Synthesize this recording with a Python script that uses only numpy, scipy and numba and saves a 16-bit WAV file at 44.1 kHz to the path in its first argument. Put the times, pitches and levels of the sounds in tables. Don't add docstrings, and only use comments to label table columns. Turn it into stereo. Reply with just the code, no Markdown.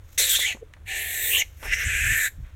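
import sys
import numpy as np
from scipy import signal
from scipy.fft import rfft, irfft
from scipy.io import wavfile
from scipy.ndimage import uniform_filter1d
from numba import njit

SR = 44100
rng = np.random.default_rng(int(sys.argv[2]) if len(sys.argv) > 2 else 0)


def dump_mix(stems):
    frames = np.atleast_2d(stems).T
    limited = np.clip(frames, -1, 1)
    pcm = np.round(limited * 32767).astype(np.int16)
    wavfile.write(sys.argv[1], SR, pcm)


N = 112455
T = np.arange(N) / SR
FREQS = np.maximum(np.fft.rfftfreq(N, 1 / SR), 1)


def undb(db):
    return 10 ** (np.asarray(db) / 20)


def unit(x):
    return x / np.sqrt(np.mean(x ** 2))


def spread(hz, values):
    return np.interp(np.log(FREQS), np.log(hz), values)


def colour(x, points):
    hz, db = np.array(points, float).T
    return unit(irfft(rfft(x) * undb(spread(hz, db)), N))


def below(hz):
    return 1 / (1 + (FREQS / hz) ** 20)


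def pan(db):
    gains = undb(np.array([db, -db]) / 2).reshape(2, -1)
    return gains / np.sqrt(np.mean(gains ** 2, axis=0))


def swell(at_s, rise_s, decay_s):
    return np.exp(np.where(T < at_s, (T - at_s) / rise_s, (at_s - T) / decay_s))


def wander(per_s):
    step = max(int(SR / per_s), 1)
    stairs = np.repeat(rng.standard_normal(N // step + 1), step)
    return unit(uniform_filter1d(stairs, step)[:N])


def steady(pair, size=1300):
    return pair / np.sqrt(uniform_filter1d(np.mean(pair ** 2, axis=0), size) + 1e-18)


@njit
def band_pass(x, hz, width_hz):
    out, band_state, low_state = np.empty(len(x)), 0., 0.
    for i in range(len(x)):
        tuning, damping = np.tan(np.pi * hz[i] / SR), width_hz / hz[i]
        band = (band_state + tuning * (x[i] - low_state)) / (1 + tuning * (tuning + damping))
        band_state = 2 * band - band_state
        low_state += 2 * tuning * band
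        out[i] = damping * band
    return out


def resonate(pair, hz, width_hz):
    for _ in range(2):
        pair = [band_pass(np.ascontiguousarray(x), hz * np.ones(N), float(width_hz)) for x in pair]
    return np.array(pair)


# pitch_hz, left_minus_right_db, extra_left_lead_rad, likeness_0_to_1
PORTS = [(150, -1.5, 1.5, 0.3), (500, 0, 0.18, .97), (1180, 2, 2, 0.89), (2100, 10, 1.4, 0.95),
         (2870, 9.5, -0.5, 0.7), (3570, 1, 1, 0.9), (4270, -3, -0.05, 0.7), (4860, -1, 0.04, 0.96),
         (5570, 1.5, 0.33, 0.56), (6400, 8.5, -.5, .6), (8200, 11, 0, 0.4), (9000, 4.5, 1.5, 0),
         (10000, -4, -1.5, .4), (11400, 3, -2.5, 0.2), (13300, 2, -2.5, 0.6), (15500, -3.5, -2, .4)]


def stereo_noise(right_lead_s=9.07e-5):
    hz, balance_db, lead_rad, likeness = np.array(PORTS, float).T
    shared, own = rfft(rng.standard_normal((2, N)))
    alike = spread(hz, likeness)
    right = alike * shared + np.sqrt(1 - alike ** 2) * own
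    right *= np.exp(1j * (2 * np.pi * FREQS * right_lead_s - spread(hz, lead_rad)))
    return irfft(np.array([shared, right]) * pan(spread(hz, balance_db)), N)


# pitch_hz, relative_db
RUMBLE_COLOUR = [(12, -39.5), (20, 3), (38, -3.5), (86, 4.5), (110, -10.5), (146, -15), (250, -29.5),
                 (320, -22.5), (550, -120)]


def wind_rumble(level_db=-45.5, likeness=0.91):
    shared = np.sqrt(likeness) * rng.standard_normal(N)
    own = np.sqrt(1 - likeness) * rng.standard_normal((2, N))
    return colour(shared + own, RUMBLE_COLOUR) * undb(level_db) * pan(-1.5)


# pitch_hz, relative_db
AIR_COLOUR = [(120, -45), (200, -14), (400, -8), (538, -7), (800, -12.5), (1370, -10), (5000, -20.5),
              (16000, -30)]


def open_air(level_db=-61.5):
    return undb(level_db) * colour(stereo_noise(), AIR_COLOUR)


# time_s, level_db
GRAINY_LEVELS = [(0, -69.5), (.15, -49.5), (.22, -76.5), (0.851, -72), (1.44, -60), (1.62, -56),
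                 (2.55, -66.5)]
# pitch_hz, relative_db
GRAINY_COLOUR = [(1000, -14), (2500, -3.5), (4000, -3), (6500, 2), (9500, -13), (13000, 0.5), (16000, -7)]


def grainy_rush(grain_db=2):
    time_s, level_db = np.array(GRAINY_LEVELS, float).T
    noise = colour(stereo_noise(), GRAINY_COLOUR)
    return noise * undb(np.interp(T, time_s, level_db) + grain_db * wander(per_s=180))


THROAT_FROM_HZ, MOUTH_FROM_HZ, SIZZLE_FROM_HZ = 290, 4700, 9500


def ringing(track, width_hz, bottom_hz):
    time_s, pitch_hz, level_db = np.array(track, float).T
    air = irfft(rfft(stereo_noise()) * (1 - below(bottom_hz)), N)
    ring = resonate(air, np.interp(T, time_s, pitch_hz), width_hz)
    return steady(ring) * undb(np.interp(T, time_s, level_db))


def hiss(levels, tone, throat_ring, mouth_ring, lip_ring):
    def loudness(db, boost_db):
        return undb(np.interp(T, time_s, db, left=-120, right=-120) + boost_db)

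    time_s, throat_db, mouth_db, sizzle_db = np.array(levels, float).T
    rush = rfft(colour(stereo_noise(), tone)) * (1 - below(THROAT_FROM_HZ))
    throat = steady(irfft(rush * below(MOUTH_FROM_HZ), N)) + throat_ring
    mouth = steady(irfft(rush * (below(SIZZLE_FROM_HZ) - below(MOUTH_FROM_HZ)), N)) + mouth_ring
    sizzle = steady(irfft(rush * (1 - below(SIZZLE_FROM_HZ)), N)) + lip_ring
    flutter = undb(0.51 * wander(per_s=130))
    return flutter * (steady(throat, size=700) * loudness(throat_db, boost_db=0.28)
                      + steady(mouth) * loudness(mouth_db, boost_db=0.8)
                      + steady(sizzle) * loudness(sizzle_db, boost_db=4))


# time_s, throat_db, mouth_db, sizzle_db
HISS_LEVELS = [
    [(0.175, -69.5, -59.5, -71.5), (0.178, -23.5, -27.5, -38), (0.184, -23.5, -15, -25.5),
     (0.204, -21, -19.5, -22.5), (0.228, -20, -22, -30), (0.264, -25.5, -25.5, -28),
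     (0.284, -25.5, -27, -33), (0.298, -22.5, -20.5, -23), (0.336, -22.5, -24, -23),
     (0.364, -18, -21.5, -31), (0.384, -27.5, -33.5, -35), (0.4, -22.5, -27.5, -30),
     (0.476, -22.5, -30.5, -45.5), (0.526, -29, -40, -51.5), (0.55, -49, -53.5, -64),
     (0.61, -82.5, -67, -83)],
    [(0.85, -76, -82, -81), (0.864, -45.5, -59, -62), (0.886, -32.5, -42, -47.5),
     (0.914, -29, -38.5, -48.5), (0.978, -29, -33, -38.5), (1.01, -29, -38, -34.5),
     (1.066, -32, -39.5, -34.5), (1.166, -31, -31.5, -32), (1.302, -29, -29.5, -25), (1.34, -17, -28, -26),
     (1.366, -16.5, -27, -28), (1.392, -23, -23.5, -30), (1.402, -23.5, -22, -33.5),
     (1.424, -20.5, -34, -49), (1.432, -46.5, -48.5, -55), (1.52, -77, -69, -76.5)],
    [(1.57, -68.5, -71, -66.5), (1.65, -37.5, -42.5, -45.5), (1.708, -28, -40.5, -53.5),
     (1.738, -16.5, -29, -43.5), (1.748, -29, -32.5, -44), (1.774, -29, -35.5, -51),
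     (1.808, -25, -35.5, -41), (1.868, -29, -31, -47), (1.896, -24.5, -34, -44.5),
     (2.134, -22, -29.5, -35.5), (2.17, -22, -31, -31.5), (2.258, -24.5, -27, -33),
     (2.281, -28, -35.5, -37.5), (2.294, -52.5, -56, -54.5), (2.38, -83, -73, -78.5)],
]
# pitch_hz, first_hiss_db, second_hiss_db, third_hiss_db
HISS_COLOURS = [(250, -48, -20, -28), (444, -15.5, -20, -28), (720, -29, -14, -29.5),
                (960, -29, -27.5, -44.5), (1304, -15, -27, -19.5), (1640, -7, -14.5, -5),
                (1730, -2, -1, -3.5), (2100, -3, 1.5, -1.5), (2840, -1.5, 0, -15), (3100, -4, -7, -20),
                (4400, -0.5, -6.5, -23), (4820, -11, -13.5, -21), (6270, -8, 1, -6.5),
                (7700, -5.5, 0.5, -3.5), (8170, -9, 1.5, -5), (10320, -13.5, -9, -25.5),
                (12200, -15.5, -6.5, -19.5), (12500, -14, -4.5, -17), (15000, -22, -14.5, -32.5)]
# time_s, pitch_hz, level_over_rush_db
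THROAT_LOW = [(.18, 2090, -1.5), (.28, 1990, -26), (.345, 1420, -6.5), (.38, 1930, -23), (.42, 2030, 2.5),
              (.455, 2084, 14.5), (.475, 2440, 3), (.53, 2050, 2.5), (.87, 1806, -5), (1.05, 1877, -3.5),
              (1.18, 1840, 1), (1.31, 1830, -4.5), (1.35, 1840, -34), (1.39, 2010, -7.5), (1.42, 2160, 6),
              (1.44, 2200, -17.5), (1.65, 1480, -3), (1.71, 2020, -3.5), (1.735, 2024, 5), (1.77, 1850, -7),
              (1.95, 1617, -2), (2.08, 1764, 3.5), (2.17, 1804, 1.5), (2.24, 1760, 3), (2.29, 1620, -2.5)]
THROAT_HIGH = [(.18, 3540, -6.5), (.22, 4120, 6.5), (.27, 3720, 0.5), (.31, 3540, 6), (.35, 3180, 7.5),
               (.37, 3620, 8.5), (.445, 3480, 6), (.48, 2820, 13.5), (.53, 2640, 4), (.87, 2490, -2.5),
               (1.0, 2770, -8.5), (1.15, 3820, -9), (1.285, 3620, 1), (1.298, 3400, -14), (1.31, 2720, 4.5),
               (1.335, 2780, 13), (1.36, 2860, 18.5), (1.39, 3100, 4.5), (1.42, 2720, 9),
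               (1.44, 2700, -8.5), (1.7, 2630, -2), (1.85, 2740, -7.5), (1.92, 2500, 2.5), (2.05, 2480, 3),
               (2.15, 2480, -1.5), (2.18, 2600, -14.5), (2.2, 3800, -10.5), (2.29, 3850, -5.5)]
WINDPIPE_LOW = [(.2, 512, -24.5), (.4, 520, -28.5), (.46, 410, -20), (.53, 427, -24), (.9, 443, -25),
                (1.15, 384, -23), (1.29, 435, -16), (1.37, 450, -15.5), (1.42, 434, -25), (1.75, 470, -30),
                (2.28, 380, -31.5)]
WINDPIPE_HIGH = [(.44, 910, -36), (.48, 810, -14.5), (0.529, 700, -13.5), (.9, 784, -20.5),
                 (1.28, 730, -30), (1.32, 1040, -29), (1.36, 1120, -10.5), (1.39, 895, -25.5),
                 (1.42, 830, -21), (1.7, 660, -40)]
MOUTH = [(.18, 5950, 3), (.205, 5960, -5), (.23, 7600, -1), (.32, 7950, -6.5), (.38, 7000, -19),
         (.45, 6870, 2), (.53, 6560, 5.5), (.9, 7520, -4.5), (1.25, 7800, 5), (1.345, 8460, -2.5),
         (1.385, 6640, 12.5), (1.405, 6480, 21.5), (1.425, 6140, 20.5), (1.44, 6160, 3), (1.7, 5300, 7),
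         (1.79, 5880, 9.5), (1.83, 5550, 12), (1.86, 7300, -20), (2.29, 7380, 4)]
LIPS = [(.2, 12100, -3), (.32, 13300, 3), (.45, 12100, -1), (.92, 11900, 1), (1.12, 12300, -1),
        (1.24, 14200, 5), (1.35, 14100, 1.5), (1.41, 12300, 8.5), (1.75, 12000, -17), (1.95, 11450, 6),
        (2.27, 12470, 1)]


def snake():
    throat = (ringing(THROAT_LOW, width_hz=230, bottom_hz=1270)
              + ringing(THROAT_HIGH, width_hz=600, bottom_hz=1270)
              + ringing(WINDPIPE_LOW, width_hz=130, bottom_hz=THROAT_FROM_HZ)
              + ringing(WINDPIPE_HIGH, width_hz=130, bottom_hz=THROAT_FROM_HZ))
    mouth = ringing(MOUTH, width_hz=1500, bottom_hz=MOUTH_FROM_HZ)
    lips = ringing(LIPS, width_hz=3800, bottom_hz=SIZZLE_FROM_HZ)
    tones = np.array(HISS_COLOURS, float)
    return sum(hiss(levels, tones[:, [0, k + 1]], throat, mouth, lips)
               for k, levels in enumerate(HISS_LEVELS))


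# peak_s, pitch_hz, width_hz, level_db, rise_s, decay_s
BUMPS = [(.198, 486, 161, -37, 0.0022, 0.031), (0.391, 477, 350, -36.5, 0.0018, 0.0074),
         (0.392, 1150, 500, -34, 0.0018, 0.003), (0.55, 170, 300, -35.5, 0.0025, 0.0057),
         (0.57, 517, 500, -40.5, 0.001, 0.0035), (0.738, 2180, 800, -31.5, 0.0007, 0.0015),
         (0.737, 4790, 9000, -37, 0.0004, 0.00041), (0.766, 880, 1490, -51, .0006, 0.0082),
         (1.628, 1090, 2560, -35, 0.00035, 0.016), (1.66, 560, 1000, -38, 0.018, 0.016),
         (2.449, 1760, 2220, -55, 0.0097, 0.067)]


def scuffle():
    out = 0
    for peak_s, pitch_hz, width_hz, level_db, rise_s, decay_s in BUMPS:
        burst = steady(resonate(stereo_noise(), pitch_hz, width_hz), size=500)
        out += burst * undb(level_db) * swell(peak_s, rise_s, decay_s)
    return out


def blip(peak_s=0.6303, pitch_hz=459, level_db=-28.5):
    note = np.sin(2 * np.pi * pitch_hz * (T - peak_s))
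    return note * undb(level_db) * swell(peak_s, rise_s=0.0062, decay_s=0.0038)


# peak_s, left_db, right_db, rise_s, decay_s, pitch_ratio
GUSTS = [(1.69, -53, -24, 0.028, 0.089, .8), (1.854, -42, -28, 0.0084, 0.0098, 2),
         (1.873, -44, -14, 0.012, 0.0057, 1), (1.961, -45, -23.5, 0.048, 0.019, .9),
         (2.029, -32, -20, 0.018, 0.022, 1), (2.081, -27.5, -21.5, 0.033, 0.047, .95),
         (2.118, -26, -27, 0.01, 0.02, 1.6), (2.384, -34, -22, 0.005, 0.011, 1.25),
         (2.41, -35, -24.5, .015, 0.042, 1)]
# pitch_hz, relative_db
GUST_COLOUR = [(15, -30), (35, 2), (65, 6), (110, -6.5), (170, -18), (260, -34.5), (500, -74), (2000, -90)]


def gusts():
    out = 0
    for peak_s, left_db, right_db, rise_s, decay_s, pitch_ratio in GUSTS:
        tone = [(hz * pitch_ratio, db) for hz, db in GUST_COLOUR]
        sides = [colour(rng.standard_normal((1, N)), tone) for _ in range(2)]
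        buffet = np.vstack([steady(side, size=1500) for side in sides])
        out += buffet * undb([[left_db], [right_db]]) * swell(peak_s, rise_s, decay_s)
    return out


def outdoor_echoes(pair, near_db=-11, near_decay_s=0.011, far_db=-33.5, far_fade_s=0.38):
    shared, difference = rng.standard_normal((2, N))
    difference = irfft(rfft(difference) * FREQS / np.hypot(FREQS, 3600), N)
    near = np.array([shared + difference, shared - difference]) * np.exp(-T / near_decay_s) * (T > .001)
    dull = signal.butter(1, 7000, fs=SR, output="sos")
    far = signal.sosfilt(dull, rng.standard_normal((2, N))) * undb(-60 * T / far_fade_s)
    echoes = (undb(near_db) * unit(near) + undb(far_db) * unit(far)) / np.sqrt(N)
    return pair + signal.fftconvolve(pair, echoes, axes=1)[:, :N]


def scene():
    fight = outdoor_echoes(snake() + scuffle() + blip())
    return fight + wind_rumble() + gusts() + open_air() + grainy_rush()


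def record(dry):
    limit, top_hz = 0.85, 16000
    treble_cut = signal.ellip(10, .1, 80, top_hz, fs=SR, output="sos")
    return signal.sosfilt(treble_cut, np.clip(dry, -limit, limit))


dry = scene()
out = record(dry)
dump_mix(out)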